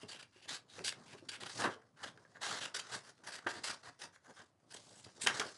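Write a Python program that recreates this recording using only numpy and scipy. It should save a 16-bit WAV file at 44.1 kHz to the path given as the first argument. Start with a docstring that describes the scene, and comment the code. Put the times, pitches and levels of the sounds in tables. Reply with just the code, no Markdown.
"""Scissors snip through stiff paper in short strokes close to a small microphone.
Each stroke tears fibres in a dense run of grains that ring the sheet and the cutting edge.
Resonant noise bursts make the sheet's snaps, low decaying tones its dull knocks. Between strokes
filtered fibre noise gives pushed air, flap, rustle and fizz, in a quiet furnished room."""
import sys
import numpy as np
from scipy import signal
from scipy.fft import rfft, irfft, next_fast_len
from scipy.io import wavfile
from scipy.ndimage import uniform_filter1d, map_coordinates

SR = 44100
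rng = np.random.default_rng(int(sys.argv[2]) if len(sys.argv) > 2 else 0)


def undo_db(level):
    """Turn decibels back into plain size, where 20 dB means ten times bigger."""
    steps = np.asarray(level, float) / 20
    return 10 ** steps


def output_pcm(signal):
    """Save a mono or channel-first signal as 16-bit PCM at the path in sys.argv[1].

    Samples are clipped to [-1, 1] before scaling.
    """
    pcm = np.clip(np.atleast_2d(signal).T, -1, 1) * 32767
    wavfile.write(sys.argv[1], SR, np.round(pcm).astype(np.int16))


N = 245637

# resonances of the cutting edge: f/Hz, width/Hz, level/dB
EDGE_MODES = [(3000, 1600, -1.5), (5000, 670, 1.5), (5720, 1770, -4.5), (8150, 1140, -2.5),
              (9650, 3170, -8)]


def unit(x):
    """Scaled to rms 1."""
    return x / np.sqrt(np.mean(x ** 2) + 1e-20)


def along(points, hz):
    """(f/Hz, value) points interpolated on a log frequency axis."""
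    f, v = np.transpose(points)
    return np.interp(np.log(hz + 1), np.log(f + 1), v)


def filtered(x, response):
    """x through a complex response of frequency."""
    m = next_fast_len(N + 8192)
    return irfft(rfft(x, m) * response(np.fft.rfftfreq(m, 1 / SR)), m)[:N]


def shaped(x, points):
    """x through a gain curve of (f/Hz, gain/dB) points."""
    return filtered(x, lambda hz: undo_db(along(points, hz)))


def ringing(modes):
    """Causal response of a set of resonances, alternating in sign."""
    def response(f):
        total = 0
        for k, (centre_hz, width_hz, db) in enumerate(modes):
            damping = 1j * f * width_hz
            total = total + (-1) ** k * undo_db(db) * damping / (centre_hz ** 2 - f * f + damping)
        return total
    return response


def wobble(rate_hz):
    """A smooth random curve, rate_hz knots a second (400 at most)."""
    knots = rng.standard_normal(int(N * 400 / SR) + 4)
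    return map_coordinates(knots, [np.arange(N) * min(rate_hz, 400) / SR])


def fibres(rate_hz, spread_db, clump_db):
    """Fibres breaking: random ticks of uneven size that come in clumps, over fine friction noise."""
    broken = rng.random(N) < rate_hz / SR
    ticks = broken * rng.standard_normal(N) * undo_db(spread_db * rng.standard_normal(N))
    grains = unit(ticks) + 1.19 * rng.standard_normal(N)
    return unit(grains * undo_db(clump_db * wobble(150)))


def patchy(x, depth_db):
    """Narrow bands swell and fade for some tens of ms, as the sheet's shape keeps changing."""
    z = signal.stft(x, nperseg=256)[2]
    field = uniform_filter1d(rng.standard_normal(z.shape), size=2, axis=0)
    field = uniform_filter1d(field, size=18, axis=1)
    return unit(signal.istft(z * undo_db(depth_db * unit(field)), nperseg=256)[1][:N])


def sheet_body(f):
    """The broad sheet rings low and radiates little above its top resonance."""
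    # f/Hz, width/Hz, level/dB
    sheet_modes = [(399, 220, -2.5), (778, 740, 1), (1072, 413, 5), (1535, 480, 3.5), (2020, 680, -6.5)]
    top_hz = 2670
    return ringing(sheet_modes)(f) / (1 + 1j * f / top_hz - (f / top_hz) ** 2)


def handling():
    """Hands bend and slide the sheet: pushed air, a lumpy flap, a rustle and a fine fizz."""
    # sheet bends: deepest bend t/s, flap level/dB, pushed air re flap/dB, pace/(dB/s)
    bend_table = [(0.041, -58.5, 1, 500), (0.141, -60.5, -4, 125), (0.509, -61, -5, 145),
                  (0.801, -52.5, -3.5, 186), (1.04, -63, -2, 19), (1.15, -55, -22, 498),
                  (1.431, -56.5, -6.5, 300), (1.599, -40.5, -9, 293), (1.659, -32.5, -15.5, 273),
                  (2.059, -56, -1, 214), (2.3, -69, -5, 28), (2.54, -50.5, -16, 101),
                  (2.66, -53.5, -23, 350), (2.762, -53.5, -16, 250), (2.958, -53, -5, 200),
                  (3.1, -66, -9, 352), (3.29, -54, -13.5, 135), (3.472, -57, -3, 300),
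                  (3.568, -51, -10, 300), (3.71, -56, -2.5, 148), (3.88, -68.5, 8, 282),
                  (4.051, -65, -3, 189.5), (4.298, -58.5, -12, 200), (4.4, -67, -8, 194.5),
                  (4.751, -63.5, -17, 135), (4.92, -65.5, -4, 30), (5.071, -56, -6, 397),
                  (5.269, -45, -8.5, 165), (5.411, -43, -16, 162)]
    # sheet slides through the fingers: t/s, rustle level/dB, fizz level/dB
    sliding_levels = [(0.0, -62, -64.5), (0.14, -88, -80), (0.65, -107, -89), (0.76, -64, -57.5),
                      (0.95, -77, -74.5), (1.13, -71, -64), (1.33, -87, -82), (1.49, -61, -55),
                      (1.62, -65, -50.5), (1.8, -72, -83), (1.94, -92, -87.5), (2.04, -50, -54.5),
                      (2.15, -78, -75.5), (2.39, -81, -74), (2.45, -56, -49), (2.64, -56, -53),
                      (2.72, -70, -71), (2.94, -48.5, -52.5), (3.15, -83, -78), (3.42, -66, -75),
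                      (3.55, -55.5, -58.5), (3.8, -71, -72), (4.2, -82, -83.5), (4.401, -75, -62),
                      (4.55, -90.5, -95.5), (4.779, -94, -63), (5.08, -90, -64.5), (5.15, -73, -66),
                      (5.35, -57, -50), (5.57, -68, -61)]
    # spectra of pushed air, flap and fizz: f/Hz, relative level/dB
    push_spectrum = [(25, -23), (60, -18.5), (110, -1), (200, -4), (330, -16), (600, -51)]
    flap_spectrum = [(120, -35), (250, -5.5), (380, -5), (650, -5.5), (900, -9), (1200, -10.5), (2000, -45)]
    fizz_spectrum = [(1180, -69), (2000, 6.5), (2250, 1), (4850, 13), (8060, 6), (10600, 0.5), (11700, -17),
                     (15200, -51), (22000, -120)]
    bend_speedup = 1.63  # bending outpaces springing back
    bend_rustle_re_flap_db = -14.5

    t = np.arange(N) / SR
    flap_gain, push_gain = np.zeros(N), np.zeros(N)
    for s, flap_db, push_re_flap_db, pace in bend_table:
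        away_s = np.where(t < s, bend_speedup * (s - t), t - s)
        bend = undo_db(flap_db - pace * away_s)
        flap_gain += bend
        push_gain += undo_db(push_re_flap_db) * bend
    s, rustle_db, fizz_db = np.transpose(sliding_levels)
    rustle_gain = undo_db(np.interp(t, s, rustle_db)) + undo_db(bend_rustle_re_flap_db) * flap_gain
    fizz_gain = undo_db(np.interp(t, s, fizz_db))

    bending = fibres(rate_hz=500, spread_db=2, clump_db=1.5)
    push = patchy(shaped(bending, push_spectrum), depth_db=1.5)
    flap = patchy(shaped(bending, flap_spectrum), depth_db=2.5)
    sliding = fibres(rate_hz=1500, spread_db=3.5, clump_db=2.5)
    rustle = patchy(filtered(sliding, sheet_body), depth_db=2.2)
    fizz = patchy(shaped(sliding, fizz_spectrum), depth_db=2.4)
    low = undo_db(1.5 * wobble(25)) * (push_gain * push + flap_gain * flap)
    return low + undo_db(1.6 * wobble(30)) * (rustle_gain * rustle + fizz_gain * fizz)


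def room_tone():
    """The faint steady air of the room: shaped noise."""
    # f/Hz, relative level/dB
    tone_spectrum = [(24, -51), (40, 0), (108, 1.5), (294, -5), (391, -13), (484, -26), (964, -16),
                     (1960, -20), (5330, -27), (11700, -30), (15200, -49), (22000, -120)]
    rms_db = -76
    return undo_db(rms_db) * unit(shaped(rng.standard_normal(N), tone_spectrum))


def strokes():
    """Each stroke rises quickly, tears for its length and stops as the blades halt."""
    # blade strokes and slides: t/s, length/s, initial sheet level/dB, edge re sheet/dB, edge pitch f/Hz
    cuts = [(0.003, 0.034, -74.5, 13.5, 2800), (0.077, 0.055, -55.5, 5, 4500),
            (0.105, 0.069, -61.5, 7, 2920), (0.184, 0.029, -58.5, 6.5, 2770),
            (0.223, 0.012, -57.5, 8.5, 2730), (0.317, 0.09, -72, 3, 2730), (0.41, 0.049, -71.5, 10, 2650),
            (0.475, 0.075, -49, 7, 4070), (0.538, 0.036, -54, 5, 4540), (0.674, 0.12, -71, 8.5, 3900),
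            (0.838, 0.027, -48, 14, 4450), (0.859, 0.035, -46.5, 14.5, 4800), (1.055, 0.09, -66, 4.5, 2430),
            (1.163, 0.034, -73, 6.5, 2750), (1.284, 0.016, -45, 6, 3940), (1.311, 0.054, -47, 3, 2510),
            (1.398, 0.033, -48.5, 2, 3700), (1.453, 0.022, -45, 1.7, 3270), (1.489, 0.022, -49, 2, 4700),
            (1.543, 0.068, -61, 12.5, 5100), (1.584, 0.059, -33.5, -8.5, 4800),
            (1.633, 0.049, -27, -12.5, 2880), (1.692, 0.053, -54.5, -1.5, 3350),
            (1.955, 0.083, -63, -6, 2720), (2.031, 0.016, -37.5, -3.5, 3010),
            (2.057, 0.034, -57.5, 3.5, 3070), (2.345, 0.026, -53, -12, 3900), (2.402, 0.19, -40, 0, 4000),
            (2.601, 0.059, -43.5, 2.5, 3400), (2.74, 0.033, -42, 7, 5080), (2.783, 0.02, -38.5, 1.5, 4300),
            (2.911, 0.054, -47.5, 5, 4700), (3.03, 0.076, -62, 0, 5500), (3.231, 0.062, -54.5, -1.5, 5740),
            (3.263, 0.047, -54.5, 1.3, 5430), (3.314, 0.05, -45.5, 1.5, 4700),
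            (3.365, 0.027, -49, -5, 4650), (3.464, 0.019, -25, -15.5, 3080), (3.484, 0.033, -41, 0.5, 4440),
            (3.525, 0.07, -50.5, -1.5, 4530), (3.632, 0.035, -42, 4.5, 4800),
            (3.662, 0.037, -40, 2.5, 4770), (3.7, 0.015, -33.5, 1.5, 5000), (3.728, 0.02, -48.5, 1, 4830),
            (3.827, 0.032, -51, -2.5, 4400), (3.852, 0.045, -48, -4, 4520),
            (3.987, 0.035, -58.5, 4.5, 5470), (4.01, 0.047, -52.5, 3, 5600), (4.12, 0.044, -69, -0.8, 6450),
            (4.237, 0.031, -63.5, -5.5, 6560), (4.284, 0.029, -68, -1, 6550),
            (4.356, 0.065, -58, -7.5, 3550), (4.702, 0.023, -63, 10.5, 5200), (4.731, 0.019, -57, 10, 8050),
            (4.76, 0.014, -59.5, 11, 4200), (4.78, 0.23, -79.5, 11, 8200), (5.037, 0.012, -63, 12.5, 4900),
            (5.062, 0.03, -67.5, -2, 3000), (5.205, 0.047, -63, 22, 8700), (5.26, 0.019, -33, 0, 2880),
            (5.266, 0.045, -28.5, -8.5, 3260), (5.329, 0.092, -43, -3, 4200),
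            (5.394, 0.048, -42, -12, 3050), (5.441, 0.062, -57, 3.5, 4660)]
    # a hard stroke spends itself and fades, a light one swells
    even_db, fade_per_db = -59, 0.3749  # level that holds even; dB of fade per dB above it
    tearing = fibres(rate_hz=3000, spread_db=3, clump_db=2.5)
    sheet = patchy(filtered(tearing, sheet_body), depth_db=2.5)
    edge = patchy(filtered(tearing, ringing(EDGE_MODES)), depth_db=2.2)
    out = np.zeros(N)
    for s, length_s, sheet_db, edge_db, edge_hz in cuts:
        change_db = fade_per_db * (even_db - sheet_db)
        span = slice(round(s * SR), round((s + length_s + 0.1) * SR))
        t = np.arange(len(out[span])) / SR
        rise_s = 0.0024 + 0.13 * length_s  # longer strokes start more gently
        rise = 1 - np.exp(-(t / rise_s) ** 2)
        shape = rise * undo_db(sheet_db + change_db * np.minimum(t / length_s, 1))
        after_s = np.maximum(t - length_s, 0)
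        # the free flap ahead of the cut favours one pitch, set by its size, and an overtone
        favoured = 0
        for ratio, share in ((1, 1), (1.68, 0.36)):
            b, a = signal.iirpeak(ratio * edge_hz, 4.5, SR)
            favoured = favoured + share * signal.lfilter(b, a, edge[span])
        bright = unit(edge[span] + 1.96 * favoured) * undo_db(edge_db - 60 * after_s / 0.015)
        out[span] += shape * (sheet[span] * undo_db(-60 * after_s / 0.023) + bright)
    return out


def knocks():
    """The whole sheet flexes and rings low for a few cycles, its pitch unsteady."""
    # t/s, initial level/dB, pitch f/Hz
    flexes = [(0.032, -43.5, 413), (0.361, -53, 359), (0.783, -41, 483), (0.808, -39, 389),
              (0.982, -51, 222), (1.007, -49.5, 240), (1.149, -46, 406), (1.225, -44, 337),
              (1.267, -53, 257), (1.421, -43.5, 372), (1.762, -46, 460), (2.031, -54, 582),
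              (3.464, -31.5, 348), (5.24, -41, 236), (5.264, -33.5, 396), (5.398, -33, 442)]
    rise_s, t60_s = 0.00051, 0.059
    out, t = np.zeros(N + SR), np.arange(SR // 5) / SR
    for s, db, hz in flexes:
        drift = np.cumsum(rng.standard_normal(len(t))) * 0.018  # phase/rad
        ring = np.sin(2 * np.pi * hz * t + drift)
        ring += 0.3 * np.sin(2 * np.pi * 1.5 * hz * t - drift)
        envelope = (1 - np.exp(-t / rise_s)) * undo_db(db - 60 * t / t60_s)
        out[round(s * SR):][:len(t)] += envelope * ring
    return out[:N]


def snaps():
    """A buckle is a few ms of crunch through the same resonances; its treble dies first."""
    # sheet buckles: t/s, initial noise level/dB, edge re sheet/dB
    buckles = [(0.451, -44, 5), (0.791, -26.5, 6), (0.88, -23.5, 19), (0.899, -32, -2), (0.924, -22.5, 7.5),
               (1.116, -48, 4), (1.434, -23.5, 10.5), (1.62, -14, 5), (1.646, -25, -7), (1.667, -23, -14),
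               (2.175, -33, -1), (2.25, -34, -16), (2.557, -28, 4), (2.644, -31, 15), (2.898, -34, 0.5),
               (3.179, -50, 12.5), (3.466, -10.5, -31), (4.16, -36, 0), (4.39, -33.5, -10), (4.415, -39, 6),
               (5.271, -13.5, 21), (5.397, -17.5, 18.5), (5.401, -16, 11.5)]
    rise_s, t60_s = 0.002, 0.021
    low, high, t = np.zeros(N + SR), np.zeros(N + SR), np.arange(SR // 10) / SR
    for s, db, edge_db in buckles:
        envelope = (1 - np.exp(-(t / rise_s) ** 2)) * undo_db(db - 60 * t / t60_s)
        crack = envelope * rng.standard_normal(len(t))
        start = round((s - 0.0015) * SR)  # the fold gives way just before it is heard
        low[start:][:len(t)] += crack
        high[start:][:len(t)] += undo_db(edge_db - 60 * t / 0.022) * crack

    def soft_edge(f):
        """A fold is blunter than a cut."""
        return ringing(EDGE_MODES)(f) / (1 + 1j * f / 5000)

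    return filtered(low[:N], sheet_body) + filtered(high[:N], soft_edge)


def walls(x):
    """The room's answer: a noise tail in which each frequency dies at its own speed."""
    # f/Hz, t60/s
    decay = [(200, 0.42), (1500, 0.21), (10000, 0.13)]
    hz, t, z = signal.stft(rng.standard_normal(SR // 2), SR, nperseg=256)
    fade = undo_db(-60 * t / along(decay, hz)[:, None])
    tail = signal.istft(z * fade, SR, nperseg=256)[1]
    delayed = np.pad(x, (300, 0))  # samples
    return signal.fftconvolve(delayed, tail / np.linalg.norm(tail))[:N]


def scene():
    """Paper and scissors in the room."""
    paper = strokes() + snaps() + knocks()
    return (paper + undo_db(-8.5) * walls(paper) + handling() + room_tone())[None]


def microphone(x):
    """A small microphone: a narrow band and a trace of low-passed white hiss."""
    # f/Hz, gain/dB
    mic_response = [(25, -14), (50, -19.5), (100, 0.5), (200, -3.5), (10000, -2), (11200, -7), (11800, -27),
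                    (12100, -73), (22050, -70)]
    white_db, hiss_top_hz = -103, 15500  # white level ahead of the low-pass
    hiss = undo_db(white_db) * filtered(rng.standard_normal(N), lambda hz: hz < hiss_top_hz)
    return shaped(x, mic_response) + hiss


def band_limit(x):
    """A steep low-pass at the top of the band."""
    return signal.sosfilt(signal.butter(12, 11810, fs=SR, output="sos"), x)


def record(dry):
    """The scene as the small microphone delivers it."""
    heard = microphone(dry[0])
    return band_limit(heard[None])


dry = scene()
out = record(dry)
output_pcm(out)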